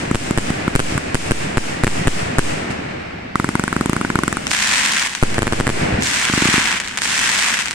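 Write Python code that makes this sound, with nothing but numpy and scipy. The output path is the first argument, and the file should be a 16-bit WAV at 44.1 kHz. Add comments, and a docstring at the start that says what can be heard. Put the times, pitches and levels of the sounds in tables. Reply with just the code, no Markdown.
"""A fireworks cake outdoors at night, close enough to overload a phone's two microphones.
Over the echo of an earlier shell, a few tubes thump and shells burst overhead, each shock followed by
its bounce off the ground. Roll and hiss pile up, dipping at each bang. Past three seconds a quick volley
leaves the tubes and a cloud of crackling stars swells and thins. More shells burst just after five
seconds; a last short volley fires amid more crackle, and one more cloud closes the scene."""
import sys
import numpy as np
from scipy import signal
from scipy.fft import rfft, irfft
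from scipy.io import wavfile

SR = 44100
rng = np.random.default_rng(int(sys.argv[2]) if len(sys.argv) > 2 else 0)


def dump(signal):
    """Clip the signal to [-1, 1] and save it as 16-bit WAV at the path in sys.argv[1]."""
    limited = np.clip(np.atleast_2d(signal).T, -1, 1)
    pcm = np.round(limited * 32767).astype(np.int16)
    wavfile.write(sys.argv[1], SR, pcm)


N = 341325
TIME = np.arange(N) / SR
COARSE_TIME = TIME[::32]  # for slowly moving levels
LEFT_MINUS_RIGHT = np.array([[1], [-1]])


def undb(db):
    """Decibels to gain."""
    return 10 ** (np.asarray(db) / 20)


def unit(x):
    """Scale to rms 1."""
    return x / np.sqrt(np.mean(x ** 2))


def colour(x, points):
    """Causal filter with a spectrum of (Hz, dB) points; white noise keeps its power."""
    size = 4096
    hz, db = np.transpose(points)
    bin_hz = np.maximum(np.arange(size // 2 + 1) * SR / size, 1)
    gain = unit(undb(np.interp(np.log(bin_hz), np.log(hz), db)))
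    cepstrum = irfft(np.log(gain))
    cepstrum[1:size // 2] *= 2  # fold to minimum phase
    cepstrum[size // 2 + 1:] = 0
    impulse = irfft(np.exp(rfft(cepstrum)))
    return signal.fftconvolve(x, impulse[None], axes=1)[:, :N]


def shade(x, points):
    """Weight a long sound by a spectrum of (Hz, dB) points."""
    hz, db = np.transpose(points)
    bin_hz = np.arange(N // 2 + 1) * SR / N
    return irfft(rfft(x) * undb(np.interp(bin_hz, hz, db)), N)


def add(out, s, sound, lag=0):
    """Mix a sound in at s seconds; the left microphone hears it lag samples after the right."""
    for channel, part in enumerate(np.broadcast_to(sound, (2, sound.shape[-1]))):
        start = max(int(s * SR) - lag // 2 + (lag if channel == 0 else 0), 0)
        room = max(min(len(part), N - start), 0)
        out[channel, start:start + room] += part[:room]


def widen(pair, side_db):
    """Two unrelated signals, taken as mid and side, become left and right."""
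    return unit(pair[0] + undb(side_db) * pair[1] * LEFT_MINUS_RIGHT)


def grains(per_s, spread_db, channels=2):
    """Random impulses: many small, a few large."""
    size = undb(spread_db * np.minimum(rng.exponential(size=(channels, N)), 3))
    return size * (rng.random((channels, N)) < per_s / SR)


def lobe(t, peak_s):
    """A smooth push that peaks at 1 and dies away."""
    return (t / peak_s * np.exp(1 - t / peak_s)) ** 2


def ring(t, modes, detune):
    """Damped (Hz, decay s, dB) modes, tuned a little differently at every shot."""
    out = 0
    for hz, decay_s, db in modes:
        pitch_hz = hz * (1 + detune * rng.standard_normal())
        out = out + undb(db) * np.exp(-t / decay_s) * np.sin(2 * np.pi * pitch_hz * t)
    return out


def spit(t, decay_s):
    """A very short rush of unit energy, different at each microphone."""
    noise = rng.standard_normal((2, len(t))) * np.exp(-t / decay_s)
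    return noise / np.linalg.norm(noise, axis=1, keepdims=True)


def tails(shots, db, fall_db_per_s):
    """Level left by (s, relative dB) shots: each dies away steadily and their powers add up."""
    t, power = COARSE_TIME, 0
    for s, shot_db in shots:
        level = undb(db + shot_db - fall_db_per_s * np.maximum(t - s, 0))
        power = power + (t >= s) * level ** 2
    return np.interp(TIME, t, np.sqrt(power))


def lingering_shots():
    """Three lists of (s, relative dB): the shells' far echoes, the shells' hiss and the launches."""
    earlier_shell_s = -0.17  # still echoing as the scene opens
    echoes = [(earlier_shell_s, 2.5)] + [(s, echo_db) for s, *_, echo_db, _ in BURSTS]
    hisses = [(earlier_shell_s, 0)] + [(s, hiss_db) for s, *_, hiss_db in BURSTS]
    return echoes, hisses, [(s, 0) for s, *_ in LAUNCHES]


def dips():
    """Gain of the background: it drops at each bang and under the crackle; the deepest dip counts."""
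    t = COARSE_TIME
    db = np.zeros(len(t))
    for shots, depth_db, hold_s, recovery_s in ((BURSTS, -10, 0.028, 0.094), (LAUNCHES, -4, 0.014, 0.096)):
        corners_s = [0, hold_s, hold_s + recovery_s]
        for s, *_ in shots:
            db = np.minimum(db, np.interp(t - s, corners_s, [depth_db, depth_db, 0], left=0))
    depth_db, attack_s, hold_s, recovery_s = -9.5, 0.038, 0.199, 0.094
    for start_s, swell_s, thin_s, *_ in CLOUDS:
        rise_s = start_s + swell_s + thin_s + hold_s
        corners_s = [start_s, start_s + attack_s, rise_s, rise_s + recovery_s]
        db = np.minimum(db, np.interp(t, corners_s, [0, depth_db, depth_db, 0]))
    return np.interp(TIME, t, undb(db))


# The roll sounds wide from about 500 Hz up and nearly centred in the bass.
# Each row: frequency in Hz, gain of the side signal in dB.
ROLL_WIDTH = [(60, -17), (200, -11.5), (320, -6), (480, 8.5), (700, 11.5), (1100, 12)]

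def rumble(spectrum, side_db):
    """A dense train of dull reflections."""
    reflections = grains(per_s=700, spread_db=2.5) * rng.choice([-1, 1], (2, N))
    mid, side = colour(reflections, spectrum)
    return (mid + undb(side_db) * shade(side, ROLL_WIDTH) * LEFT_MINUS_RIGHT) / np.std(mid)


# The distant roll after shells, tubes and crackle. Each row: frequency in Hz, relative level in dB.
SHELL_ROLL_COLOUR = [(20, -12.5), (50, -12.5), (90, -1.5), (150, -2.5), (270, -3), (400, -8.5),
                     (600, -18.5), (1000, -24), (2500, -77)]
TUBE_ROLL_COLOUR = [(20, -10), (50, -4.5), (110, -4), (170, -1.5), (230, 0.5), (310, -5.5), (450, -14),
                    (800, -26.5), (2500, -58)]
CLOUD_ROLL_COLOUR = [(20, -15), (60, -6), (120, -10.5), (220, 2), (300, -4.5), (450, -14), (1000, -44)]

def distant_roll():
    """The surroundings roll back every shot and cloud, over the steady low murmur of the night."""
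    shells, _, tubes = lingering_shots()
    dip, murmur = dips(), undb(-42)
    shell_level = dip * tails(shells, db=-26.5, fall_db_per_s=13.1)
    tube_level = dip * tails(tubes, db=-32.5, fall_db_per_s=25)
    cloud_level, _ = cloud_levels()
    deep = shell_level * rumble(SHELL_ROLL_COLOUR, side_db=0)
    thin = np.hypot(tube_level, murmur) * rumble(TUBE_ROLL_COLOUR, side_db=-2)
    return deep + thin + undb(-21.5) * cloud_level * rumble(CLOUD_ROLL_COLOUR, side_db=-1.5)


# Echoes off far walls. Each row: arrival in seconds, level in dB, nominal pitch in Hz.
WALL_ECHOES = [(0.077, -13, 156), (0.954, -11, 159), (1.469, -13, 156), (1.993, -13, 156),
               (2.013, -16, 156), (2.228, -12.5, 112), (2.528, -18, 156), (2.704, -14.5, 170),
               (5.829, -9.5, 149), (5.847, -16, 156), (5.925, -9, 110), (5.941, -8.5, 100),
               (5.978, -15.5, 240), (5.987, -13, 216)]

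def wall_echoes():
    """A few far walls answer with a dull thud of their own."""
    out = np.zeros((2, N))
    t = np.arange(SR // 15) / SR
    for s, db, hz in WALL_ECHOES:
        add(out, s, undb(db) * ring(t, [(hz, 0.008, 0)], detune=0.11))
    return out


# Reports off trees and roofs, the hiss overhead, and the top that hiss loses from far off.
# Each row: frequency in Hz, relative level in dB.
REPORT_COLOUR = [(150, -23), (400, -3), (700, 0.5), (1000, -4.5), (1700, 0.5), (2200, -0.5), (2800, -5),
                 (3300, -12.5), (4200, -15), (5500, -20.5), (9000, -46)]
HISS_COLOUR = [(1200, 0.5), (2800, 4.5), (4000, -1.5), (5200, 0.5), (6300, -1), (7800, 1), (9400, -2),
               (10300, -12.5), (12500, -20), (15000, -25)]
FAR_COLOUR = [(3000, 1.5), (8500, 0), (11000, -20)]

def reports_and_hiss():
    """Reports scatter off trees and roofs while flying stars fizz: briefly nearby, long from afar."""
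    near_delay_s, far_pop_s, comets_s = 0.057, 2.704, 4.236
    echoes, hisses, tubes = lingering_shots()
    reports = widen(rng.standard_normal((2, N)) + 3 * grains(per_s=900, spread_db=3), side_db=-0.5)
    fizz = widen(rng.standard_normal((2, N)) + grains(per_s=1500, spread_db=2), side_db=0)
    far_pop = tails([(far_pop_s, 0)], db=-25, fall_db_per_s=380)

    near_echoes = tails([(s + near_delay_s, db) for s, db in hisses], db=-30.5, fall_db_per_s=120)
    far_echoes = tails(echoes, db=-28, fall_db_per_s=10.45)
    tube_echoes = tails(tubes, db=-34, fall_db_per_s=27)
    report_level = np.linalg.norm([near_echoes, far_echoes, tube_echoes, far_pop], axis=0)

    near_hiss = tails(hisses, db=-17, fall_db_per_s=91)
    tube_hiss = tails(tubes, db=-32, fall_db_per_s=80)
    comets = tails([(comets_s, 0)], db=-34, fall_db_per_s=9)  # they fizz on after the long volley
    fizz_level = np.linalg.norm([near_hiss, tube_hiss, comets, undb(-6) * far_pop], axis=0)
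    far_level = tails(hisses, db=-31.5, fall_db_per_s=27)
    far_fizz = shade(rng.standard_normal((2, N)), FAR_COLOUR) * far_level
    hiss = colour(fizz * fizz_level + far_fizz, HISS_COLOUR)
    return (colour(reports, REPORT_COLOUR) * report_level + hiss) * dips()


def pop(t):
    """One crackling star: a tiny shock and a ragged tail."""
    shock = np.exp(-t / (0.00002 * rng.uniform(0.5, 2)))
    return shock / np.linalg.norm(shock) + 0.8 * spit(t, decay_s=0.0013)


# Crackle heard from the ground, and its echoes, which lose treble on their way.
# Each row: frequency in Hz, relative level in dB.
CRACKLE_COLOUR = [(260, -42), (450, -16), (553, -15.5), (649, -12.5), (994, -5), (1220, -6.5), (1610, 0),
                  (1870, 0), (2070, -0.5), (2290, -1.5), (4120, -6.5), (7750, -5), (9240, -8),
                  (10200, -17.5), (15000, -31)]
WASH_COLOUR = [(500, -0.5), (2200, 3), (4000, 0.5), (9000, -3.5)]

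def steady_crackle(directions=20):
    """Stars pop by the hundred from many directions, over the wash of their own echoes."""
    t = np.arange(SR // 200) / SR
    out = np.zeros((2, N))
    for _ in range(directions):
        stars = signal.oaconvolve(grains(per_s=45, spread_db=4, channels=1), pop(t), axes=1)
        pan = undb(1.5 * rng.standard_normal() * LEFT_MINUS_RIGHT)
        add(out, 0, stars * pan, lag=rng.integers(-9, 12))
    wash = shade(widen(rng.standard_normal((2, N)), side_db=0), WASH_COLOUR)
    return unit(colour(unit(out) + 0.94 * wash, CRACKLE_COLOUR))


# Clouds of stars overhead. Each row: start, swelling time and thinning time in seconds,
# relative crest level in dB, treble at the start and at the end in dB.
CLOUDS = [(4.511, 0.23, 0.33, -15.5, -4.5, -6), (6.03, 0.19, 0.14, -17, -2, -8),
          (6.335, 0.16, 0.29, -14.5, -6, -9.5), (7.026, 0.35, 0.25, -15.5, -4, -7)]

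def cloud_levels():
    """Body and treble levels: each cloud sets in, arches over its crest and stops, leaving stragglers."""
    onset_s, release_s, arch_db = 0.014, 0.01, -4.4
    straggler_db, straggler_s = -5, 0.27
    body_lag_s = 0.023  # the first stars are thin and bright; the body fills in behind them
    t, body_power, treble_power = COARSE_TIME, 0, 0
    for start_s, swell_s, thin_s, db, first_treble_db, last_treble_db in CLOUDS:
        crest_s, end_s = start_s + swell_s, start_s + swell_s + thin_s
        from_crest = np.interp(t, [start_s, crest_s, end_s], [-1, 0, 1])
        after_s = np.maximum(t - end_s, 0)
        stragglers = undb(straggler_db) * np.exp(-after_s / straggler_s)
        release = np.maximum(np.exp(-after_s / release_s), stragglers)
        level = undb(db + arch_db * from_crest ** 2) * release
        body_onset = np.exp(np.minimum(t - start_s - body_lag_s, 0) / onset_s)
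        treble_onset = np.exp(np.minimum(t - start_s, 0) / onset_s)
        brightness = undb(np.interp(t, [start_s, end_s], [first_treble_db, last_treble_db]))
        body_power += (level * body_onset) ** 2
        treble_power += (level * treble_onset * brightness) ** 2
    return np.interp(TIME, t, np.sqrt(body_power)), np.interp(TIME, t, np.sqrt(treble_power))


def crackle_clouds(crackle):
    """Crackle swells and thins in clouds; nearer ones keep more of their treble."""
    body = signal.sosfiltfilt(signal.butter(3, 3700, fs=SR, output="sos"), crackle)
    body_level, treble_level = cloud_levels()
    return undb(-2.5) * body_level * unit(body) + treble_level * unit(crackle - body)


# Stars that stand out overhead; the pop at 4.477 s is the ground's bounce of the one just before it. # Each
# row: start in seconds, relative level in dB, left minus right in dB.
POPS = [(4.4688, 1, 0), (4.477, -7, 2), (4.51, -7, -23), (4.5149, 2, -2), (4.9552, -15, 4), (4.9698, -1, 5),
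        (4.9955, -3, 5), (5.02, -6, 1), (5.05, -8, -2), (5.063, -3.5, 2), (5.1508, -1, 5), (5.344, -6.5, 0),
        (6.0232, 0, 2), (6.6824, -18, -3), (6.726, -6, 2), (6.801, -1, 1.0), (6.845, -16, 17),
        (6.876, -7, 3.0), (6.8838, -9, 7), (6.974, -2.5, 8), (6.978, -2, -8), (6.9867, -3, 2),
        (7.019, 3.5, -2), (7.033, -6, -6), (7.5902, 0, 5), (7.6578, -1, 6), (7.6838, -4.5, 3),
        (7.7102, 0.5, -2)]

def single_stars(crackle):
    """A star pops on its own and sputters on briefly."""
    t = np.arange(SR // 200) / SR
    pops = np.zeros((2, N))
    for s, db, pan_db in POPS:
        add(pops, s, pop(t) * undb(db + 2 + pan_db / 2 * LEFT_MINUS_RIGHT), lag=rng.integers(-8, 9))
    sputter = crackle * tails([(s, db) for s, db, _ in POPS], db=-30.5, fall_db_per_s=590)
    return colour(pops, CRACKLE_COLOUR) + sputter


# A tube's hollow tone, and the snap of tubes and shells. 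Each row: frequency in Hz, relative level in dB.
TUBE_COLOUR = [(60, 6.5), (350, 0.5), (500, -7.5), (750, -3), (1050, 0), (1500, 2.5), (1800, -2),
               (2150, -0.5), (2700, -8), (6000, 1)]
SNAP_COLOUR = [(600, -18), (1800, 2), (2700, 3), (4000, -6.5), (6000, -6), (7800, 5), (9300, 3.5),
               (10500, -9), (13000, -22), (16000, -20)]
# A tube's bark. Each row: multiple of its ring pitch, decay time in seconds, relative level in dB.
TUBE_MODES = [(.86, 0.0029, -8), (1.1, 0.0019, -2), (1.68, 0.0036, -12.5)]
# Tubes firing close to the microphones. Each row: start in seconds, relative levels of thump,
# ring and snap in dB, ring pitch in Hz.
LAUNCHES = [(0.113, 1, -4.5, -10, 1200), (0.3093, -0.5, -9, -4, 1200), (0.504, -2.5, -11, -9, 1260),
            (0.6794, -0.5, -0.5, -16, 1240), (0.9784, -11, -3, -3, 1350.0), (3.3563, -5.5, 5.5, -9, 1280),
            (3.3989, -3.5, 1.5, -11, 1160), (3.4442, -4, 0.5, -9.5, 1190), (3.49, -6.5, -3, -5, 1190),
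            (3.5537, -1.5, 3.5, -4, 1150), (3.5958, -3.5, -1, -6, 1280), (3.6383, -5.5, -2.5, -6, 1190),
            (3.6791, -15, -1.5, -10, 1250), (3.7279, -11, 0.5, -8, 1440), (3.7646, -2, 0.5, -12, 1300),
            (3.8104, -2.5, 0, -8, 1210.0), (3.8589, -4, -6, -2.5, 1100), (3.8959, -1, -5, -2, 1150),
            (3.932, -4.5, -3, -3, 1170), (3.9653, -5.5, -2, -8, 1230.0), (4.0128, -8.5, -2, -10, 1270),
            (4.049, -8.5, -1, -28, 1230), (4.102, -6, 1, -10, 1350), (4.156, -1, 5, -3, 1260),
            (4.1893, -5, 0.5, -4, 1230), (4.2351, -4, 1.5, 0.5, 1280), (4.2795, -4, 1, 0, 1300),
            (4.3274, -12, -2.5, -3.5, 1500), (4.37, -12, -1, -10, 1290), (6.2987, -8.5, -5, -17, 1300),
            (6.3373, -3.5, -3, -18, 1310), (6.3772, -3, -10, -17, 1300), (6.422, -1, -10, -15, 1300),
            (6.455, -1.5, -4.5, -9, 1310), (6.4877, -5, -17.0, -15, 1300), (6.5407, -3.5, -3, -11, 1320),
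            (6.5807, -4.5, -8, -15, 1320)]

def launches():
    """A lift charge: a pressure front, one heavily damped swing of the gas and the bark of the tube."""
    out, snaps = np.zeros((2, 2, N))
    t = np.arange(SR // 30) / SR
    for s, thump_db, ring_db, snap_db, ring_hz in LAUNCHES:
        modes = [(ring_hz * ratio, decay_s, db) for ratio, decay_s, db in TUBE_MODES]
        bark = np.array([ring(t, modes, detune=0.08) for _ in range(2)])
        add(out, s, 0.43 * lobe(t, 0.00011) + 0.5 * undb(ring_db) * bark, lag=3)
        add(out, s - 0.0005, 0.38 * undb(thump_db) * lobe(t, 0.0012))
        gas_swing = ring(t, [(188, 0.0013, 0.0073)], detune=0.14)
        add(out, s + 0.00067, -1.9 * undb(thump_db) * gas_swing)
        wad_snap = spit(t, decay_s=0.00039)
        gas_rush = 0.45 * spit(t, decay_s=0.002)
        add(snaps, s, undb(snap_db + 4.5) * (wad_snap + gas_rush), lag=3)
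    return colour(out, TUBE_COLOUR) + colour(snaps, SNAP_COLOUR)


# A shell's crack. Each row: frequency in Hz, decay time in seconds, relative level in dB.
SHELL_MODES = [(840, 0.00027, -47.5), (1350, 0.00046, -18), (1610, 0.0017, -2.5), (2870, 0.00021, -28)]
# Shells bursting overhead. Each row: start and delay of the ground bounce in seconds, relative levels
# of blast, crack and snap in dB, lag at the left microphone in samples, relative level of the
# far echo in dB, and of the hiss and near echo in dB.
BURSTS = [(0.147, 0.0085, -18, -6, -7, 2, -3.5, -3), (0.376, 0.0084, -14, -2.5, -4, 6.5, 2.5, -2),
          (0.7531, 0.0073, -10.5, 1.5, -2.5, 10.5, -1.5, -2.5), (0.794, 0.0076, -22, 1, -3.5, 10, -6.5, -3),
          (1.1455, 0.0077, -16, 0, -1.5, 6.5, -2.5, -2), (1.3099, 0.0084, -12, 1.5, -3.5, 5, -0.5, -2.5),
          (1.5723, 0.008, -12.5, -1, -5, 2, -2, -2.5), (1.8366, 0.0078, -10, 1, -1, -1.5, 0.5, -3.5),
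          (1.8687, 0.0086, -17, -3, -10, 1, -3, -3), (2.0729, 0.0072, -8.5, 0, -2.5, -3, -1, -1),
          (2.3846, 0.0072, -8.5, 5.5, 0, -3.5, 0.5, -1), (5.227, 0.0079, -6.5, 3, -3, 9.5, 3, -3),
          (5.382, 0.0085, -18, 0, -7, 6.5, 0.5, -9), (5.4212, 0.0089, -18, -3, -5, 7.5, -1, -6),
          (5.4698, 0.0083, -21, -6, -7, 2, 1.5, -7), (5.5244, 0.0086, -17, -2, -5.5, 6, 0, -2),
          (5.6008, 0.0078, -16, -6, -6, 1, -7, -7.5), (5.6692, 0.0078, -18, -0.5, -6, -2, -2, -7),
          (5.6921, 0.0087, -19, -17, -8, 3, 0, -3)]

def shell_bursts():
    """Each shell sends a steep shock and a suction trough, first directly, then off the ground."""
    out, snaps, rasps = np.zeros((3, 2, N))
    t = np.arange(SR // 3) / SR
    for s, bounce_s, blast_db, crack_db, snap_db, lag, *_ in BURSTS:
        lag = round(lag)
        direct = 0.68 * lobe(t, 0.00011) - 1.42 * undb(0.59 * blast_db) * lobe(t, 0.0014)
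        bounce = 0.69 * lobe(t, 0.00012) - undb(0.5 * blast_db) * lobe(t, 0.0016) ** 5.5
        for arrival_s, shock, path_db in ((s, direct, 0), (s + bounce_s, bounce, -1.5)):
            crack = np.array([ring(t, SHELL_MODES, detune=0.096) for _ in range(2)])
            add(out, arrival_s, shock + 0.41 * undb(crack_db + path_db) * crack, lag)
            # a short rough rasp follows each crack, different at each microphone
            add(rasps, arrival_s, undb(crack_db + path_db - 0.5) * spit(t, decay_s=0.00069), lag)
            add(snaps, arrival_s, undb(snap_db + path_db + 5) * spit(t, decay_s=0.00049), lag)
        # a strong blast pushes the microphone off its rest; it swings back slowly
        swing = 0.29 * lobe(t, 0.062) - 0.54 * lobe(t, 0.011)
        add(out, s, undb(blast_db) * swing)
    return out + colour(rasps, REPORT_COLOUR) + colour(snaps, SNAP_COLOUR)


def scene():
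    """Everything heard from beside the cake."""
    bangs = shell_bursts() + launches()
    background = distant_roll() + wall_echoes() + reports_and_hiss()
    crackle = steady_crackle()
    return background + crackle_clouds(crackle) + single_stars(crackle) + bangs


# The left microphone is a little brighter in the presence range, the right one at the top.
# Each row: frequency in Hz, left minus right in dB.
MIC_BALANCE = [(500, -.1), (1400, 1.2), (2600, -.7), (4300, 2.4), (6500, 2.4), (9000, -.3), (12000, -1.4)]

def record(dry):
    """The phone's two microphones differ slightly; it flattens the highest peaks and cuts the top."""
    top_hz = 15300
    left = shade(dry[0], [(hz, db / 2) for hz, db in MIC_BALANCE])
    right = shade(dry[1], [(hz, -db / 2) for hz, db in MIC_BALANCE])
    heard = np.array([left, right])
    overloaded = heard / (1 + heard ** 6) ** (1 / 6)
    return signal.sosfilt(signal.ellip(8, 0.2, 70, top_hz, fs=SR, output="sos"), overloaded)


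dry = scene()
out = record(dry)
dump(out)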